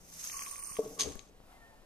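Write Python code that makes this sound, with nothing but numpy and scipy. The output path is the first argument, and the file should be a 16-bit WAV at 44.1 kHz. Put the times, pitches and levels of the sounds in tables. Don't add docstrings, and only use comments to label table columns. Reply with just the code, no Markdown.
import sys
import numpy as np
from scipy import signal
from scipy.fft import rfft, irfft, next_fast_len
from scipy.io import wavfile
from scipy.ndimage import uniform_filter1d, map_coordinates

SR = 44100
rng = np.random.default_rng(int(sys.argv[2]) if len(sys.argv) > 2 else 0)


def natural_amplitude(level_db):
    exponent = np.asarray(level_db, float) / 20
    return 10 ** exponent


def pcm_store(signal):
    levels = np.round(np.clip(np.atleast_2d(signal), -1, 1) * 32767)
    wavfile.write(sys.argv[1], SR, levels.astype(np.int16).T)


N = 81585

# t/s, level/dB
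MOTOR_LEVEL = [(0, -62.5), (.3, -72), (.45, -78), (.6, -81.5)]
# f/Hz, level/dB per Hz
AIR_SPECTRUM = [(12, -5), (20, 2), (131, -15.5), (228, -13), (346, -17.5), (569, -16), (1310, -25.5),
                (6500, -34.5), (14900, -39)]
# f/Hz, left over right/dB
AIR_LEAN = [(60, 3), (900, 3), (2000, -0.5)]
# f/Hz, left leads/rad
AIR_LEAD = [(300, -0.17), (1300, 1.63)]
# f/Hz, left over right/dB
HELD_LEAN = [(300, -2), (1115, 9.5), (2400, -4.5), (5700, 3.5), (6400, -3), (9400, -8.5), (11000, 3.5),
             (14000, 4)]
# f/Hz, left leads/rad
HELD_LEAD = [(300, 0.5), (1115, 0.86), (1500, 4), (2100, 0.2), (3200, -2), (5500, 1), (9070, 2)]
# t/s, level/dB
STRING_LEVEL = [(0, -68.5), (.136, -55), (.2, -47), (.26, -46), (.41, -48), (.6, -55.5), (.75, -52),
                (.8, -57), (.98, -58.5)]
# f/Hz, level/dB per Hz
STRING_SPECTRUM = [(530, -50), (900, -21.5), (1140, -17.5), (4100, -17), (6330, -7), (7200, -11.5),
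                   (13700, -13), (14400, -32), (14900, -53)]
# f/Hz, width/Hz, level/dB
NECK_RINGS = [(5646, 480, -7), (6383, 95, 10)]
# t/s, peak level/dB
TURNS = [(0.2403, -34.5), (0.2732, -29.5), (0.2824, -43), (0.315, -32.5), (0.328, -39), (0.3423, -43),
         (0.3706, -35.5), (0.3924, -34.5), (0.4083, -39), (0.4226, -45), (0.4724, -42), (0.4882, -44),
         (0.5636, -40), (0.6455, -39.5), (0.7294, -39), (0.754, -44)]
# t/s, level/dB
SPITS = [
    (0.315, -45),
    (0.512, -46),
    (1.1546, -43.5),
    (1.82, -64),
]
# t/s, level/dB
WHIRR_LEVEL = [(.2, -78), (.34, -51), (.44, -51.5), (.62, -50.5), (.74, -46), (.8, -66)]
# f/Hz, width/Hz, level/dB
AXLE_RINGS = [(9070, 230, 0), (10100, 300, -17), (11900, 400, -17)]
# t/s, peak level/dB
RUBS = [(0.2972, -50), (0.3336, -52), (0.3421, -45), (0.3564, -54), (0.368, -38), (0.399, -38.5),
        (0.4479, -52), (0.463, -41.5), (0.4785, -43.5), (0.4893, -48), (0.5114, -36), (0.525, -34),
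        (0.5584, -39), (0.5794, -40), (0.5906, -35.5), (0.5967, -38.5), (0.619, -39), (0.6254, -43),
        (0.6365, -35), (0.644, -42), (0.6564, -39), (0.6701, -37.5), (0.7, -36.5), (0.7134, -45),
        (0.7304, -51), (0.7404, -50), (0.753, -53), (0.7704, -42.5)]
# t/s, level/dB
RATTLE_LEVEL = [(.3, -78), (.35, -57), (.6, -60.5), (.75, -60.5), (.88, -67), (.95, -84), (1.0, -50),
                (1.06, -60), (1.25, -74)]
# f/Hz, width/Hz, level/dB
BODY_RINGS = [(1122.7, 45, 6.5), (2172, 2000, -18)]
# t/s, peak level/dB
JOLTS = [(0.339, -40.5), (0.368, -54), (0.391, -41), (0.4076, -37.5), (0.4682, -36.5), (0.509, -59),
         (0.5284, -54), (0.5802, -44.5), (0.559, -64), (0.612, -53), (0.641, -63), (0.668, -62),
         (0.693, -56), (0.7207, -44), (0.7682, -39), (0.82, -45.5)]
# t/s, peak level/dB, f/Hz
TICKS = [(0.2986, -42, 2680), (0.3295, -46.5, 2700), (0.341, -49.5, 2180), (0.368, -48.5, 2920),
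         (0.3926, -41.5, 2624), (0.4206, -42, 2250), (0.4513, -49.5, 2020), (0.4629, -44, 2300),
         (0.5147, -53, 2600), (0.545, -55, 2840), (0.577, -59, 2000), (0.5581, -47, 2190),
         (0.592, -52, 2090), (0.6255, -50.5, 2410), (0.692, -55, 2600), (0.7216, -50.5, 2640),
         (0.7546, -49, 2770), (0.768, -41.5, 2870), (0.85, -57, 3800), (1.138, -59, 4200),
         (1.1556, -51, 1560), (1.211, -62, 2600), (1.1926, -39.5, 3700)]
# f/Hz, width/Hz, level/dB
SHELL_RING = [(6370, 140, 6.5)]
# t/s, level/dB
KNOCKS = [
    (0.7878, -18.5),
    (.792, -21.5),
]
# f/Hz, level/dB, t60/s
TABLE_MODES = [(217, -12, 0.024), (291, -14.5, 0.077), (437, -1.5, 0.076), (602, -11.5, 0.29),
               (850, -20, 0.03)]
# t/s, level/dB
ROLL_LEVEL = [(.83, -44), (.975, -54.5), (1.022, -42.5), (1.045, -47), (1.11, -49.5), (1.135, -57),
              (1.35, -75)]
# f/Hz, width/Hz, level/dB
DRUM_RINGS = [(129, 13, -6.5), (197, 27, -8), (283.7, 15, 1), (361, 62, -7), (443.8, 36.4, 0.5),
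              (610, 47, -8), (747, 95, -15)]
# t/s, level/dB, f/Hz
THUMPS = [
    (0.714, -38.5, 133),
    (1.055, -32.5, 146),
    (1.0712, -25, 443),
    (1.111, -33.5, 122),
    (1.1562, -30.5, 427),
    (1.1608, -35, 300),
    (1.403, -37, 554),
]
# t/s, level/dB
DRAUGHT_LEVEL = [(1.04, -56), (1.07, -44), (1.13, -63), (1.165, -62), (1.23, -66)]
# t/s, level/dB
TAPS = [
    (1.021, -37),
    (1.0589, -32.5),
    (1.0727, -33.5),
    (1.1, -40.5),
]
# t/s, level/dB, length/s
PUSHES = [
    (1.062, -37, 0.017),
    (1.153, -34, 0.023),
]
# f/Hz, left over right/dB
DOWN_LEAN = [(250, 0), (440, 1.5), (600, 10), (1500, 7), (5000, 1.5), (8400, -4.5), (11000, 4)]
# f/Hz, left leads/rad
DOWN_LEAD = [(300, 0.013), (3500, 1), (5000, -1.3), (6400, -0.52)]
# t/s, level/dB
SCRAPE_LEVEL = [(.988, -52.5), (.995, -33), (1.026, -41), (1.045, -47.5), (1.12, -53.5), (1.2, -63.5),
                (1.3, -73.5)]
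# f/Hz, level/dB per Hz
SKIN_SPECTRUM = [(410, -54), (700, -15.5), (1570, -13), (3420, -10.5), (5640, -7), (6410, -8.5),
                 (7860, -10), (12600, -20.5), (14900, -34)]
# t/s, peak level/dB
SNAPS = [(.9945, -27), (.9974, -24), (.9992, -27), (1.0016, -24), (1.0048, -24), (1.0081, -15),
         (1.0144, -22), (1.0158, -23), (1.0182, -26), (1.0203, -26), (1.0224, -20), (1.0278, -31),
         (1.0316, -29), (1.0357, -28), (1.0395, -32)]
# f/Hz, width/Hz, level/dB
TOP_RINGS = [(3390, 480, -2), (4900, 530, -1.5), (6405, 135, 8.5), (8850, 600, -10.5), (10050, 100, -5)]
# t/s, level/dB
SPIN_LEVEL = [(1.36, -103), (1.45, -73), (1.53, -61.5), (1.85, -75.5)]
# f/Hz, level/dB per Hz
SPIN_SPECTRUM = [(240, -53), (400, -23), (690, -6), (1790, -18.5), (5410, -27), (13200, -27), (14900, -54)]
# t/s, length/s, f/Hz, level/dB
HUMS = [
    (1.507, 0.029, 1345, -67),
    (1.55, 0.044, 746, -69),
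    (1.557, 0.03, 2050, -71),
    (1.63, 0.045, 1365, -72),
    (1.65, .04, 706, -71),
    (1.653, 0.062, 1818, -63.5),
    (1.731, 0.025, 881, -64.5),
    (1.76, 0.06, 1795, -71.5),
]
# f/Hz, t60/s
ROOM_DECAY = [(200, 0.19), (2000, 0.18), (10000, 0.14)]
# t/s, level/dB
MASK_THRESHOLD = [(.29, -17), (.32, -5), (.44, -6), (.47, -15), (.58, -15), (.6, -12), (.64, -14),
                  (.675, -7), (.73, -8), (.75, -15)]


def unit(x):
    return x / np.sqrt(np.mean(x ** 2) + 1e-20)


def along(points, hz):
    f, value = np.transpose(points)
    return np.interp(np.log(hz + 1), np.log(f + 1), value)


def level(rows):
    s, db = np.transpose(rows)
    times = np.r_[s[0] - .004, s, s[-1] + .04]
    return natural_amplitude(np.interp(np.arange(N) / SR, times, np.r_[-120, db, -120]))


def wobble(rate):
    knots = rng.standard_normal(int(N * rate / SR) + 4)
    return map_coordinates(knots, [np.arange(N) * rate / SR])


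def filtered(x, response):
    m = next_fast_len(N + SR // 2)
    return irfft(rfft(x, m) * response(np.fft.rfftfreq(m, 1 / SR)), m)[..., :N]


def rings(x, peaks):
    def response(f):
        total = 0
        for k, (centre, width, db) in enumerate(peaks):
            damping = 1j * f * width
            total = total + (-1) ** k * natural_amplitude(db) * damping / (centre * centre - f * f + damping)
        return total
    return filtered(x, response)


def grit(rate, depth_db, spectrum=((1, 0), (2, 0))):
    noise = rng.standard_normal(N) * natural_amplitude(depth_db * wobble(rate))
    return unit(filtered(noise, lambda hz: natural_amplitude(along(spectrum, hz))))


def ports(x, lean=HELD_LEAN, lead=HELD_LEAD):
    def half(hz):
        return natural_amplitude(along(lean, hz) / 2) * np.exp(.5j * along(lead, hz))
    return filtered(x, lambda hz: np.array([half(hz), 1 / half(hz)]))


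def wide(make, loose_db, lean=HELD_LEAN, lead=HELD_LEAD):
    return unit(ports(make() + natural_amplitude(loose_db) * np.array([make(), make()]), lean, lead))


def burst(s, db, hz, t60, rise_s):
    t = np.maximum(np.arange(N) / SR - s, 0)
    return natural_amplitude(db - 60 * t / t60) * np.sin(2 * np.pi * hz * t) * (1 - np.exp(-t / rise_s))


def swells(events, rise_s, t60):
    gain = 0
    for s, db in events:
        t = np.maximum(np.arange(N) / SR - s, 0)
        gain = gain + natural_amplitude(db - 60 * t / t60) * (1 - np.exp(-t / rise_s))
    return gain


def air():
    hum = level(MOTOR_LEVEL) * unit(rings(rng.standard_normal(N), [(165.5, 2, 0)]))
    tone = wide(lambda: grit(12, 0.33, AIR_SPECTRUM), -5.0, AIR_LEAN, AIR_LEAD)
    return hum + natural_amplitude(-60) * tone


def string():
    t = np.arange(N) / SR
    hiss = wide(lambda: grit(400, 2.5, STRING_SPECTRUM), 4.5)
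    neck = rings(hiss * natural_amplitude(2.7 * np.array([wobble(130), wobble(128.85)])), NECK_RINGS)
    sway = natural_amplitude(1.2 * wobble(69))
    pull = level(STRING_LEVEL) * sway * natural_amplitude(1.36) * (hiss + neck)
    flicked = wide(lambda: unit(rings(grit(400, 1.4), NECK_RINGS)), -12.0)
    turns = natural_amplitude(2.5) * swells(TURNS, 0.0007, 0.018) * flicked
    clicks = sum((t > s) * natural_amplitude(db - 60 * abs(t - s) / 0.0073) for s, db in SPITS)
    spits = clicks * grit(3.9, 0.064, [(5000, -42), (8000, 0)])
    return pull + turns + spits * natural_amplitude([[3.5], [-6.]])


def axle():
    rub = level(WHIRR_LEVEL) * natural_amplitude(-1.0 + 1.5 * wobble(59.0)) + natural_amplitude(3.0) * swells(RUBS, 0.00089, 0.017)
    whirr = rub * wide(lambda: unit(rings(grit(200, 1.1), AXLE_RINGS)), 1.6)
    shake = wide(lambda: unit(rings(grit(45, 2.5), BODY_RINGS)), -9.)
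    body_hz = BODY_RINGS[0][0]
    jolts = sum(burst(s, db + 2.0, body_hz, 0.04, 0.0026) for s, db in JOLTS)
    return whirr + ports(jolts) + level(RATTLE_LEVEL) * natural_amplitude(3.5) * shake


def ticks():
    out = np.zeros(N)
    for s, db, hz in TICKS:
        out += burst(s, db + 11.5, hz, .0035, .0001)
        out += burst(s + .0004, db + 7.5, .72 * hz, .004, .0001)
        out += burst(s + .0013, db + 3.5, 1.15 * hz, .005, .0001)
    late = out * (np.arange(N) >= SR)
    s, db, _ = TICKS[-1]
    shell = burst(s, db + 8.0, SHELL_RING[0][0], 0.011, 0.00015)
    return ports(out - late) + (late + shell) * natural_amplitude([[-1.5], [-14.]])


def table():
    knock = 0
    for s, blow_db in KNOCKS:
        for hz, db, t60 in TABLE_MODES:
            knock = knock + burst(s, blow_db + db, hz, t60, 0.002)
    knock = knock * natural_amplitude(-900 * np.maximum(np.arange(N) / SR - .822, 0))
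    roll = level(ROLL_LEVEL) * unit(rings(grit(90, 3.2), DRUM_RINGS))
    hand = sum(burst(s, db, hz, 1.8 / hz, .04 / hz) for s, db, hz in THUMPS)
    draught = grit(20.4, 2.5, [(12, -6), (25, -12.0), (80, -4), (300, -45)])
    hand = hand + level(DRAUGHT_LEVEL) * draught
    hand = hand + sum(burst(s, db, 434, 0.056, 0.0007) for s, db in TAPS)
    hand = hand + sum(burst(s, db, .4 / long, 4.2 * long, .3 * long) for s, db, long in PUSHES)
    return ports(roll - knock, DOWN_LEAN, DOWN_LEAD) + hand * natural_amplitude([[3.5], [-15.]])


def fingers():
    snaps = np.zeros((2, N))
    t = np.arange(SR // 100) / SR
    for s, db in SNAPS:
        drag = 0.62 * rng.standard_normal((2, len(t))) + rng.standard_normal(len(t))
        slip = np.zeros((2, N))
        slip[:, round(s * SR):][:, :len(t)] = natural_amplitude(-60 * t / 0.002) * drag
        ring = rings(slip, TOP_RINGS)
        snaps += natural_amplitude(db + 1.4) * ring / abs(ring.mean(axis=0)).max()
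    rub = wide(lambda: grit(600, 3., SKIN_SPECTRUM), 2.5, DOWN_LEAN, DOWN_LEAD) * level(SCRAPE_LEVEL)
    return rub + natural_amplitude(3.5) * rings(rub, SHELL_RING) + ports(snaps, DOWN_LEAN, DOWN_LEAD)


def spin():
    t = np.arange(N) / SR
    hum = 0
    for s, long, hz, db in HUMS:
        swell = natural_amplitude(db + 2.5 + 2.2 * wobble(39.9)) * np.exp(-((t - s) / long) ** 2)
        hum = hum + swell * np.sin(2 * np.pi * hz * t + 1.5 * wobble(45))
    hiss = wide(lambda: grit(7.6, 2.3, SPIN_SPECTRUM), -1.0, AIR_LEAN, AIR_LEAD)
    return ports(hum, AIR_LEAN, AIR_LEAD) + level(SPIN_LEVEL) * natural_amplitude(1.5) * hiss


def room(x):
    hz, t, z = signal.stft(rng.standard_normal((2, SR // 2)), SR, nperseg=256)
    decay = natural_amplitude(-60 * t / along(ROOM_DECAY, hz)[:, None])
    tail = signal.istft(z * decay, SR, nperseg=256)[1]
    delayed = np.pad(x, ((0, 0), (300, 0)))
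    return signal.fftconvolve(delayed, tail / np.linalg.norm(tail[0]), axes=1)[:, :N]


def masked(x):
    hz, t, z = signal.stft(x, SR, nperseg=2048)
    power = np.mean(abs(z) ** 2, axis=0)
    smooth = uniform_filter1d(uniform_filter1d(power, size=16, axis=0), size=2, axis=1)
    bands = smooth[8::16].repeat(16, axis=0)
    treble = power[(hz > 5000) & (hz < 10000)].mean(axis=0)
    weak = bands < natural_amplitude(2 * np.interp(t, *np.transpose(MASK_THRESHOLD))) * treble
    z[:, :-1] *= 1 - weak * ((hz > 3050) & (hz < 4150))[:-1, None]
    return signal.istft(z, SR, nperseg=2048)[1][:, :N]


def scene():
    near = string() + axle() + ticks() + fingers() + spin()
    low = table()
    return air() + near + low + natural_amplitude(-12.0) * room(near + natural_amplitude(-6.0) * low)


def top_cut(x):
    return signal.sosfilt(signal.butter(12, 15060, fs=SR, output="sos"), x)


def record(dry):
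    mix = masked(filtered(dry, lambda hz: hz < 14600))
    return top_cut(mix)


dry = scene()
out = record(dry)
pcm_store(out)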